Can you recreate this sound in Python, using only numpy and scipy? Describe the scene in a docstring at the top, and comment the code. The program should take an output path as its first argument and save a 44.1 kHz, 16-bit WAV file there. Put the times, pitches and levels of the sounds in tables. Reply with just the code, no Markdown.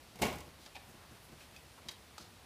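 """A glass door above a wooden deck: a plastic pet flap set in it swings shut and clacks in its frame.
Each contact is cracks and snaps of coloured noise over decaying modes; soft shoves make the pane boom.
The flap chatters to rest. Faint ticks (noise clicks, short rings), dull footfalls and grainy scuffs
follow, probably a dog's claws, paws and fur; quiet outdoor noise flickers underneath."""
import sys
import numpy as np
from scipy import signal
from scipy.fft import rfft, irfft, next_fast_len
from scipy.io import wavfile
from scipy.ndimage import uniform_filter1d

SR = 44100
rng = np.random.default_rng(int(sys.argv[2]) if len(sys.argv) > 2 else 0)


def store_wav(level_fs):
    """Save 16-bit WAV to argv[1]."""
    pcm = np.round(np.clip(np.atleast_2d(level_fs), -1, 1) * 32767)
    wavfile.write(sys.argv[1], SR, pcm.T.astype(np.int16))


N = 108045
T = np.arange(2 ** 15) / SR  # time axis of one struck sound [s]
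KNOCK_RISE_S, TICK_RISE_S = 0.00088, 0.00063  # rise time constants


def undb(db):
    """Decibels to amplitude gain."""
    return 10 ** (np.asarray(db) / 20)


def fade(t60_s, rise_s=1e-4):
    """Envelope: exponential rise (time constant rise_s) and decay (60 dB in t60_s)."""
    rising = np.minimum(T / max(rise_s, 1e-5), 30)
    falling = np.minimum(np.log(1000) * T / max(t60_s, 1e-3), 30)
    return (1 - np.exp(-rising)) * np.exp(-falling)


def add(out, time_s, sound):
    """Mix a sound in from time_s, cut at the end of the scene."""
    start = int(np.clip(time_s * SR, 0, N - 1))
    out[start:start + len(sound)] += sound[:N - start]


def read(table, hz, col=1):
    """Interpolate a table column on a log-frequency axis."""
    rows = np.array(table, float)
    return np.interp(np.log(hz + 1), np.log(rows[:, 0]), rows[:, col])


def noise(db_at, size=len(T)):
    """Gaussian noise of rms 1, its spectrum shaped by db_at(hz)."""
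    spectrum = rfft(rng.standard_normal(size))
    hz = np.linspace(0, SR / 2, size // 2 + 1)
    x = irfft(spectrum * undb(db_at(hz)), size)
    return x / np.std(x)


def hump(centre_hz, half_width_octaves):
    """Noise in one broad resonance, 6 dB down at the half-width."""
    def db_at(hz):
        offset = np.log2((hz + 1) / centre_hz) / half_width_octaves
        return -20 * np.log10(1 + offset ** 2)
    return noise(db_at)


def bands(table, size=len(T)):
    """Coloured noise of rms 1 in total, split into overlapping octaves: (Hz, band) pairs."""
    whole = rfft(noise(lambda hz: read(table, hz), size=size))
    octave = np.log2(np.clip(np.linspace(0, SR / 2, size // 2 + 1), 32, 16384))
    pairs = []
    for k in range(5, 15):
        weight = np.maximum(1 - abs(octave - k), 0)  # triangular; neighbours sum to 1
        pairs.append((2. ** k, irfft(whole * weight, size)))
    return pairs


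def dense_ring(table, rise_s):
    """Crowded modes as noise, each octave decaying at its own rate."""
    return sum(band * fade(read(table, hz, col=2), rise_s) for hz, band in bands(table))


def ring(modes, rise_s):
    """Separate modes as decaying sines."""
    return sum(undb(db) * np.sin(2 * np.pi * hz * T) * fade(t60_s, rise_s) for hz, db, t60_s in modes)


def walk(rate_hz):
    """Smoothed random steps at rate_hz, scaled to standard deviation 1."""
    hold = int(SR / rate_hz)
    steps = np.repeat(rng.standard_normal(N // hold + 1), hold)
    x = uniform_filter1d(steps, hold)[:N]
    return x / np.std(x)


def air():
    """Outdoor background: low distant rumble and hiss, each octave flickering slightly on its own."""
    # background spectrum: (frequency [Hz], relative density [dB per Hz])
    air_spectrum = [(20, -22), (40, -6), (72, 2.5), (110, -3), (200, -7.5), (400, -10), (750, -10.5),
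                    (1500, -14.5), (2600, -15.5), (4500, -17.5), (7000, -23.5), (10000, -22.5),
                    (15000, -29)]
    level_db, flicker_db, flicker_hz = -58, 0.47, 16
    octaves = bands(air_spectrum, size=next_fast_len(N, True))
    return undb(level_db) * sum(band[:N] * undb(flicker_db * walk(flicker_hz)) for _, band in octaves)


def scuffs():
    """Friction, probably paws and fur: half-sine swells of resonant noise with a grainy level."""
    # soft scuffs and scrapes: (time [s], level [dB], length [s], centre [Hz], half-width [octaves])
    scuff_events = [(0.584, -61.5, .12, 3800, 1), (0.651, -60.5, 0.044, 850, 0.66),
                    (0.863, -67, 0.092, 7000, 1.5), (0.952, -64, 0.13, 1170, 0.53),
                    (1.111, -63.5, 0.087, 900, 1.2), (1.197, -67, 0.1, 11000, 0.76),
                    (1.358, -61.5, 0.12, 2680, 1.2), (1.51, -65, .11, 2500, 1.2),
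                    (1.772, -57.5, 0.035, 1160, 0.52), (1.898, -56, 0.034, 3170, 2.1),
                    (2.187, -57, 0.055, 4270, 0.67), (2.224, -63.5, 0.064, 4000, 0.52)]
    grain_db, grain_hz = 1.5, 250
    out = np.zeros(N)
    for time_s, level_db, length_s, centre_hz, half_width_octaves in scuff_events:
        swell = np.sin(np.pi * np.minimum(T / length_s, 1))
        add(out, time_s, undb(level_db) * swell * hump(centre_hz, half_width_octaves))
    return out * undb(grain_db * walk(grain_hz))


def paws():
    """Soft pads excite the boards' crowded modes; one dull thud repeats at different levels."""
    # paws set down on the boards: (time [s], level [dB])
    step_events = [(0.47, -54.5), (0.59, -58), (0.88, -55.5), (0.94, -55.5), (1.11, -52.5), (1.287, -56),
                   (1.318, -51.5), (1.511, -63), (1.853, -53.5), (2.196, -53)]
    # thud of the boards: (frequency [Hz], relative density [dB per Hz], t60 [s])
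    board_modes = [(50, -7, 0.45), (100, -2.5, 0.33), (183, 0, 0.15), (363, -6, 0.26), (695, -14, 0.24),
                   (1520, -19, .15), (5000, -28, 0.11)]
    out = np.zeros(N)
    thud = dense_ring(board_modes, rise_s=0.0026)
    for time_s, level_db in step_events:
        add(out, time_s, undb(level_db) * thud)
    return out


def porch(direct):
    """House wall and deck reflect a sound: delayed convolution with a unit-energy dense decay."""
    # reflections: (frequency [Hz], relative density [dB per Hz], t60 [s])
    porch_decay = [(150, 0, 0.48), (1000, 1.5, 0.5), (4000, 0, .3), (15000, -1.5, 0.21)]
    level_db, delay_s = -12, 0.014
    echo = dense_ring(porch_decay, rise_s=0.0029)
    echo /= np.linalg.norm(echo)
    out = np.zeros(N)
    add(out, delay_s, undb(level_db) * signal.fftconvolve(direct, echo)[:N])
    return out


def ticks():
    """Hard taps: a noise click, a dull knock and three short modes of the spot, plus reflections."""
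    # ticks: (time [s], click level [dB], click centre [Hz], knock level [dB], ring t60 [s],
    # then three modes, each frequency [Hz], level [dB])
    tick_events = [(0.6610, -49.5, 4400, -52, 0.056, 1730, -59, 3220, -51, 4650, -56),
                   (0.7490, -53, 3000, -62, .04, 815, -55, 2510, -55, 3900, -57),
                   (0.7535, -45, 3360, -55, 0.081, 820, -47, 2360, -49, 2510, -46),
                   (0.7635, -49, 2430, -48, 0.085, 753, -48, 942, -50, 1787, -54),
                   (1.4060, -64, 3000, -62, .07, 2170, -57, 2570, -53, 3500, -72),
                   (1.5630, -51, 4400, -67, .06, 2546, -46.5, 3550, -56, 4750, -54),
                   (1.8852, -40, 5450, -49, .035, 1790, -46.5, 3820, -37.5, 5970, -47),
                   (1.8880, -44, 2780, -51, 0.047, 3190, -40.5, 4750, -43.5, 7150, -51),
                   (1.8925, -52, 4000, -51, 0.026, 2200, -47, 3880, -40.5, 5650, -51),
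                   (2.1800, -44, 4500, -49.5, 0.043, 848, -44.5, 1257, -43.5, 1338, -49.5)]
    # dull knock under a tick: (frequency [Hz], relative density [dB per Hz])
    knock_spectrum = [(120, -12), (330, 0), (550, -2), (850, 0.5), (1400, -5), (2400, -4.5), (4000, -3),
                      (10000, -35)]
    click_half_width_octaves = 0.6
    click_shape = fade(t60_s=0.04, rise_s=TICK_RISE_S)
    knock_shape = fade(t60_s=0.064, rise_s=KNOCK_RISE_S)
    out = np.zeros(N)
    for time_s, click_db, centre_hz, knock_db, t60_s, *pairs in tick_events:
        click = undb(click_db) * click_shape * hump(centre_hz, click_half_width_octaves)
        knock = undb(knock_db) * knock_shape * noise(lambda hz: read(knock_spectrum, hz))
        modes = [(hz, db, t60_s) for hz, db in zip(pairs[::2], pairs[1::2])]
        add(out, time_s, click + knock + ring(modes, TICK_RISE_S))
    return out + porch(out)


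def shoves():
    """The swinging flap shoves the door softly: pane modes boom and the frame rumbles."""
    # shoves: (time [s], boom level [dB], rumble level [dB])
    shove_events = [(0.142, -53.5, -71), (0.194, -51.5, -43.5), (0.2126, -31, -35), (0.246, -42.5, -44),
                    (0.333, -47, -44)]
    # glass pane: (frequency [Hz], relative level [dB], t60 [s])
    pane_modes = [(74.7, -11.5, 0.94), (138.3, -8, 0.46), (160.8, -10, .55), (202.2, -1.5, 0.27),
                  (265.3, -12, 0.32), (331.7, -16.5, 0.44), (373.4, -14.5, 0.28)]
    # frame rumble: (frequency [Hz], relative density [dB per Hz], t60 [s])
    frame_modes = [(80, 0.5, 0.13), (200, 1, 0.23), (450, -1, 0.11), (750, 3, 0.097), (1130, -3, 0.087),
                   (1600, -22, .1), (5000, -20, 0.1)]
    rise_s = 0.0031
    pane, frame = ring(pane_modes, rise_s), dense_ring(frame_modes, rise_s)
    out = np.zeros(N)
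    for time_s, boom_db, rumble_db in shove_events:
        add(out, time_s, undb(boom_db) * pane + undb(rumble_db) * frame)
    return out


def flap():
    """Each contact with the frame cracks, snaps plastic on plastic and rings flap, frame and door."""
    # contacts: (time [s], body knock level [dB], plastic snap level [dB])
    contact_events = [(0.157, -56.5, -52), (0.189, -50.5, -49), (0.2180, -34.5, -31.5), (0.2214, -33, -28),
                      (0.227, -28, -55), (0.2305, -35, -60), (0.238, -46, -36), (0.2535, -39.5, -38),
                      (0.2665, -38.5, -37.5), (0.283, -42, -58), (0.327, -45, -49), (0.356, -68, -48.5),
                      (0.384, -53, -49), (0.404, -54, -48)]
    # flap and its frame: (frequency [Hz], relative level [dB], t60 [s])
    flap_modes = [(422, -10.5, 0.54), (494.6, -9, 0.67), (582, -14.5, 0.46), (635, -11, 0.42),
                  (724, 0, 0.2), (820, -11, 0.26), (849, -11, 0.41), (1096, -15.5, 0.43),
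                  (1448, -22.5, 0.45), (1935, -14, 0.23), (2167, -3.5, 0.11), (2270, -8, 0.25),
                  (2800, -11, 0.24), (3172, -16.5, 0.22)]
    # whole door: (frequency [Hz], relative density [dB per Hz], t60 [s])
    door_modes = [(60, -10, 1), (195, 3, 0.49), (450, 3.5, 0.39), (790, -2, .48), (1120, -6.5, 0.57),
                  (1410, -15.5, .45), (2180, -6, 0.43), (3200, -10, .36), (4530, -14.5, 0.34),
                  (8000, -24, 0.54), (15000, -28, 0.52)]
    # short crack of each knock: (frequency [Hz], relative density [dB per Hz])
    crack_spectrum = [(100, -8), (400, 3), (780, 6.5), (1400, -7), (2300, -6), (3400, -4), (5500, -18.5),
                      (15000, -30)]
    # snap of plastic on plastic: (frequency [Hz], relative density [dB per Hz])
    snap_spectrum = [(300, -17), (1300, 0), (2300, 4), (4000, -2), (5800, 2.5), (9000, -2.5), (15000, -5)]
    ring_db, door_db, crack_db, snap_tail_db = -4.5, -6, 0.5, -17  # relative to knock or snap level
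    body = undb(ring_db) * ring(flap_modes, KNOCK_RISE_S)
    crack_shape = undb(crack_db) * fade(t60_s=0.05, rise_s=KNOCK_RISE_S)
    snap_tail = undb(snap_tail_db) * fade(t60_s=0.24, rise_s=KNOCK_RISE_S)
    snap_shape = fade(t60_s=0.024, rise_s=TICK_RISE_S) + snap_tail
    out = np.zeros(N)
    for time_s, knock_db, snap_db in contact_events:
        door = undb(door_db) * dense_ring(door_modes, KNOCK_RISE_S)
        crack = crack_shape * noise(lambda hz: read(crack_spectrum, hz))
        snap = snap_shape * noise(lambda hz: read(snap_spectrum, hz))
        add(out, time_s, undb(knock_db) * (body + door + crack) + undb(snap_db) * snap)
    return out


def scene():
    """Sum of background, scuffs, footfalls, ticks, shoves and flap contacts, as one channel."""
    return (air() + scuffs() + paws() + ticks() + shoves() + flap())[None]


def record(dry):
    """The microphone loses the deepest bass and the recorder cuts the top."""
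    bass_cut_hz, top_hz = 40, 15300
    high_pass = signal.butter(2, bass_cut_hz, "high", fs=SR, output="sos")
    low_pass = signal.ellip(10, .2, 70, top_hz, fs=SR, output="sos")  # 0.2 dB ripple, 70 dB stop
    return signal.sosfilt(low_pass, signal.sosfilt(high_pass, dry))


dry = scene()
out = record(dry)
store_wav(out)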